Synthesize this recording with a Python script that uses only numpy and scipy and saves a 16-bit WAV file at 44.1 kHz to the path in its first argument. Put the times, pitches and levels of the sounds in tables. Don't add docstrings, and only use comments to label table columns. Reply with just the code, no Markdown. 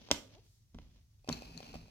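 import sys
import numpy as np
from scipy import signal
from scipy.fft import rfft, irfft
from scipy.io import wavfile
from scipy.ndimage import uniform_filter1d

SR = 44100
rng = np.random.default_rng(int(sys.argv[2]) if len(sys.argv) > 2 else 0)


def output_pcm(signal):
    pcm = np.clip(np.atleast_2d(signal).T, -1, 1) * 32767
    wavfile.write(sys.argv[1], SR, np.round(pcm).astype(np.int16))


N = 83790
TIME = np.arange(N) / SR
BOARD_LEAD_S, CONTACT_LEAD_S, CATCH_LEAD_S, SLIDE_LEAD_S = .00009, .0001, .00028, .00048
BURST_T60_S = .013

# frequency_hz, level_db
ROOM_TONE_SPECTRUM = [(20, -6.5), (40, 7.5), (70, 0.5), (108, 6.5), (160, -9), (260, -20.5), (500, -39.5),
                      (1200, -36.5), (3000, -37.5), (6000, -29.5), (8000, -37.5), (16000, -39)]
# time_s, level_db
BRUSH_ENVELOPE = [(0, -62.5), (.09, -58.5), (.16, -68.5), (.29, -69), (.345, -61.5), (.41, -72.5),
                  (.55, -84), (.71, -87), (.81, -68.5), (.89, -74), (.98, -71.5), (1.06, -86.5),
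                  (1.22, -82.5), (1.72, -70), (1.75, -61), (1.8, -73), (1.9, -84)]
# frequency_hz, level_db
BRUSH_SPECTRUM = [(200, 13), (600, 6), (1400, -3.5), (3300, 4.5), (6300, 0), (7800, -22), (15000, -22.5)]
# start_s, thud_db, wood_db, crack_db, crack_cutoff_hz, left_over_right_db
BOARD_KNOCKS = [(0.016, -53, -76, -58, 6740, 14), (0.0875, -63, -47, -45, 5050, -3),
                (0.1057, -85, -34, -29.5, 2460, 2.5), (0.1131, -35, -18.5, -9, 15100, -1.5),
                (0.1164, -42, -28.5, -24.5, 5000, 0.5), (0.7459, -47, -58, -50.5, 6000, -2.5),
                (0.7503, -46.5, -53.5, -54.5, 3000, 1.5), (0.7864, -52.5, -46, -37, 2450, -1.5),
                (0.960, -68, -69, -59, 4000, -1.5), (1.2874, -27.5, -36, -43, 2040, 1.5),
                (1.2903, -31, -34.5, -25, 14900, 6.5), (1.2988, -29.5, -29, -51, 2050, 0.5),
                (1.629, -47, -49, -38, 4000, 5), (1.74, -48, -48.5, -79.5, 5950, 12),
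                (1.754, -40, -45, -66, 8600, 3), (1.859, -54, -61, -65, 4250, 5)]
# pitch_hz, level_db, t60_s
LOW_MODES = [(55, -9.5, 0.37), (162.9, -7.5, 0.24), (235.6, -2.5, 0.088), (271, -10, 0.045),
             (390.8, -11, 0.053)]
# pitch_hz, level_db, t60_s
MIDDLE_MODES = [(291, -8, 0.034), (468, -10, 0.039), (580, -1.5, 0.016), (753, -9, 0.023),
                (903, -17, 0.028), (990, -13, 0.027), (1350, -18.5, 0.005)]
# pitch_hz, level_db, t60_s
HIGH_MODES = [(1490, -22, .015), (1722, -15.5, 0.01), (2090, -13.5, 0.0079), (2373, -17.5, 0.023),
              (2800, -24, 0.0092), (3525, -4.5, 0.01), (3575, -9, 0.015), (4010, -8.5, 0.0054),
              (5500, -2.5, 0.0064), (5640, -19, 0.0059), (6680, -12.5, .012), (7380, -16, 0.0051),
              (8500, -21, 0.004)]
# frequency_hz, level_db
BURST_SPECTRUM = [(300, -10.5), (1200, -0.5), (3000, 7.5), (6500, 8.5), (8300, -4), (9500, -8), (12000, -8),
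                  (16000, -17.5)]
# start_s, level_db, t60_s
HAND_PRESSES = [(0.112, -45.5, 0.27), (0.743, -47, 0.78), (1.289, -54.5, 1), (1.734, -50.5, 1)]
# frequency_hz, level_db
PRESS_SPECTRUM = [(22, -7), (42, -4), (65, -2.5), (110, -13.5), (230, -20), (400, -37.5), (1000, -68)]
# frequency_hz, level_db
SQUEAK_SPECTRUM = [(280, -9), (450, 5), (620, 0.5), (850, -6.5), (1200, -21.5), (2000, -36)]
# time_s, level_db
WIPE_ENVELOPE = [(.40, -100), (.45, -75.5), (.56, -75.5), (.63, -83.5), (.68, -99)]
# frequency_hz, level_db
WIPE_SPECTRUM = [(2000, -15.5), (4000, 6), (6500, 6.5), (9000, -1.5), (15000, -2.5)]
# time_s, level_db
SLIDE_ENVELOPE = [(1.22, -100), (1.26, -76.5), (1.32, -47.5), (1.40, -56), (1.53, -59), (1.62, -56.5),
                  (1.74, -58), (1.81, -62), (1.9, -67)]
# frequency_hz, level_db
SLIDE_SPECTRUM = [(120, -1), (230, -7.5), (380, -11.5), (780, 1), (1300, -10.5), (2100, -13), (2530, 2),
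                  (2900, -7), (3700, -12), (4300, -2.5), (4900, -6.5), (6300, -12), (7500, -20),
                  (9000, -24), (11500, -22.5), (15000, -26)]
# start_s, level_db
SLIDE_CATCHES = [(1.245, -56), (1.276, -45), (1.4215, -42), (1.604, -43), (1.653, -59.5), (1.7425, -42.5),
                 (1.7555, -43.5), (1.882, -57)]
# pitch_hz, level_db, t60_s
HOLLOW_MODES = [(600, -2.5, 0.0232), (739, 0.5, 0.0193), (1024, -11.5, 0.019), (2560, -9.5, 0.014),
                (4410, -24, 0.011), (5740, -10, 0.0059)]
# start_s, level_db, left_over_right_db
EDGE_TICKS = [(1.3268, -33, 9), (1.5763, -44.5, 15.5)]
# pitch_hz, level_db, t60_s
EDGE_MODES = [(2730, -20, 0.0071), (4120, 3.5, 0.011), (4504, -2, 0.025), (5830, -15, 0.0053),
              (6960, -1, 0.0063), (11900, -25, 0.0042), (13600, -22, .008)]
# frequency_hz, level_db
ECHO_SPECTRUM = [(60, -11.5), (250, -7.5), (600, -15.5), (1200, -8.5), (2500, -10.5), (6000, -13.5),
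                 (8000, -15), (15000, -3)]
# frequency_hz, t60_s
ECHO_DECAY = [(100, 0.41), (500, 0.48), (1500, 0.29), (5000, .3), (14000, 0.32)]


def from_db(db):
    return 10 ** (np.asarray(db) / 20)


def rms_one(x):
    return x / np.sqrt(np.mean(x ** 2) + 1e-20)


def at_hz(points, hz):
    frequencies, values = np.transpose(points)
    return np.interp(np.log(hz + 1e-3), np.log(frequencies), values)


def envelope(points):
    return from_db(np.interp(TIME, *np.transpose(points)))


def decay(t60_s):
    return from_db(-60 * np.minimum(TIME / t60_s, 10))


def butter(x, kind, hz, order=2):
    return signal.sosfilt(signal.butter(order, hz, kind, fs=SR, output="sos"), x)


def convolve(x, response):
    return signal.fftconvolve(np.broadcast_to(x, (2, N)), np.atleast_2d(response), axes=1)[:, :N]


def noise(spectrum):
    hz = np.arange(N // 2 + 1) * SR / N
    return rms_one(irfft(rfft(rng.standard_normal(N)) * from_db(at_hz(spectrum, hz)), N))


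def at_mics(x, lead_s):
    left, right = np.broadcast_to(x, (2, N))
    hz = np.arange(N // 2 + 1) * SR / N
    return np.array([left, irfft(rfft(right) * np.exp(-2j * np.pi * hz * lead_s), N)])


def stereo_noise(spectrum, lead_s, diffuse_db):
    shared = at_mics(noise(spectrum), lead_s)
    diffuse = np.array([noise(spectrum), noise(spectrum)])
    return rms_one(shared + from_db(diffuse_db) * diffuse)


def grip(depth_db=2, samples=160):
    flicker = rng.standard_normal(N)
    for _ in range(2):
        flicker = uniform_filter1d(flicker, samples, mode="wrap")
    return rms_one(from_db(depth_db * rms_one(flicker)))


def impulses(start_s, level_db, pan_db):
    out = np.zeros((2, N))
    out[:, (start_s * SR).astype(int)] = from_db([level_db + pan_db / 2, level_db - pan_db / 2])
    return out


def ring(modes, alternate=False):
    return sum(from_db(db) * decay(t60_s) * np.sin(2 * np.pi * hz * TIME) * (-1) ** (k * alternate)
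               for k, (hz, db, t60_s) in enumerate(modes))


def room_tone(floor_db=-65.5, hum_hz=104.3, hum_db=-68, waver_db=2, waver_hz=7):
    mid = noise(ROOM_TONE_SPECTRUM)
    side = butter(noise(ROOM_TONE_SPECTRUM), "high", hz=600, order=1)
    waver = rms_one(butter(rng.standard_normal(2 * N), "low", waver_hz)[N:])
    hum = from_db(hum_db + waver_db * waver) * np.sin(2 * np.pi * hum_hz * TIME)
    return from_db(floor_db) * (mid + side * [[1], [-1]]) + hum


def brushing():
    return envelope(BRUSH_ENVELOPE) * grip() * stereo_noise(BRUSH_SPECTRUM, CONTACT_LEAD_S, diffuse_db=4)


def knocks(burst_db=-7):
    start_s, thud_db, wood_db, crack_db, cutoff_hz, pan_db = np.transpose(BOARD_KNOCKS)
    thud_ring = butter(ring(LOW_MODES), "high", hz=130)
    wood_ring = butter(ring(MIDDLE_MODES), "high", hz=230)
    thud = convolve(impulses(start_s, thud_db, pan_db=-2.5), thud_ring)
    wood = convolve(impulses(start_s, wood_db, pan_db), wood_ring)
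    burst = from_db(burst_db) * decay(BURST_T60_S) * stereo_noise(BURST_SPECTRUM, 0, diffuse_db=4.5)
    hits = 0
    for k in range(len(start_s)):
        hit = impulses(start_s[[k]], crack_db[[k]], pan_db[[k]])
        hits = hits + butter(hit + 1e-18, "low", cutoff_hz[k])
    crack = convolve(hits, ring(HIGH_MODES, alternate=True) + burst)
    return at_mics(thud + wood, BOARD_LEAD_S) + at_mics(crack, CONTACT_LEAD_S)


def presses(rise_s=.006):
    swell = 0
    for start_s, level_db, t60_s in HAND_PRESSES:
        age_s = TIME - start_s
        onset = np.clip(age_s / rise_s, 0, 1)
        swell = swell + from_db(level_db) * onset * np.interp(age_s, TIME, decay(t60_s))
    return swell * stereo_noise(PRESS_SPECTRUM, CONTACT_LEAD_S, diffuse_db=-14)


def finger_squeak(start_s=.340, length_s=.062, from_hz=275, to_hz=520, level_db=-61.5):
    progress = np.clip((TIME - start_s) / length_s, 0, 1)
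    pitch_hz = from_hz + (to_hz - from_hz) * progress ** 2
    phase = 2 * np.pi * np.cumsum(pitch_hz) / SR
    tone = sum(from_db(at_hz(SQUEAK_SPECTRUM, k * pitch_hz)) * np.sin(k * phase) for k in range(1, 6))
    return at_mics(from_db(level_db) * np.sin(np.pi * progress) * tone, CONTACT_LEAD_S)


def palm_wipe():
    return envelope(WIPE_ENVELOPE) * stereo_noise(WIPE_SPECTRUM, CONTACT_LEAD_S, diffuse_db=5)


def slide():
    scrape = grip() * stereo_noise(SLIDE_SPECTRUM, SLIDE_LEAD_S, diffuse_db=-1)
    judder = grip(depth_db=4, samples=1500) * rms_one(convolve(rng.standard_normal(N), ring(LOW_MODES)))
    return envelope(SLIDE_ENVELOPE) * (scrape + judder)


def catches(scuff_db=-3):
    taps = impulses(*np.transpose(SLIDE_CATCHES), pan_db=0)
    scuff = from_db(scuff_db) * decay(BURST_T60_S) * noise(SLIDE_SPECTRUM)
    return at_mics(convolve(taps, ring(HOLLOW_MODES) + scuff), CATCH_LEAD_S)


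def ticks(burst_db=-7):
    clicks = impulses(*np.transpose(EDGE_TICKS))
    burst = from_db(burst_db) * decay(BURST_T60_S) * noise(BURST_SPECTRUM)
    return at_mics(convolve(clicks, ring(EDGE_MODES, alternate=True) + burst), SLIDE_LEAD_S)


def room_echo(x, delay_s=.0058, rise_s=.002):
    tail = 0
    edges_hz = np.geomspace(50, 17000, 15)
    onset = np.clip((TIME - delay_s) / rise_s, 0, 1)
    for low, high in zip(edges_hz, edges_hz[1:]):
        hz = np.sqrt(low * high)
        coherence = 1 / (1 + (hz / 700) ** 2)
        shared = np.sqrt(coherence) * rng.standard_normal(N)
        diffuse = np.sqrt(1 - coherence) * rng.standard_normal((2, N))
        band = butter(shared + diffuse, "band", [low, high]) * onset * decay(at_hz(ECHO_DECAY, hz))
        unity_band = rms_one(band) * np.sqrt(2 * (high - low) / SR / N)
        tail = tail + from_db(at_hz(ECHO_SPECTRUM, hz)) * unity_band
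    return convolve(x, tail)


def scene():
    puzzle = knocks() + ticks() + catches() + finger_squeak()
    return puzzle + room_echo(puzzle) + presses() + slide() + brushing() + palm_wipe() + room_tone()


def record(dry, low_cut_hz=32, stopband_hz=16650):
    dry = butter(dry, "high", low_cut_hz, order=3)
    return signal.sosfilt(signal.cheby2(18, 60, stopband_hz, fs=SR, output="sos"), dry)


dry = scene()
out = record(dry)
output_pcm(out)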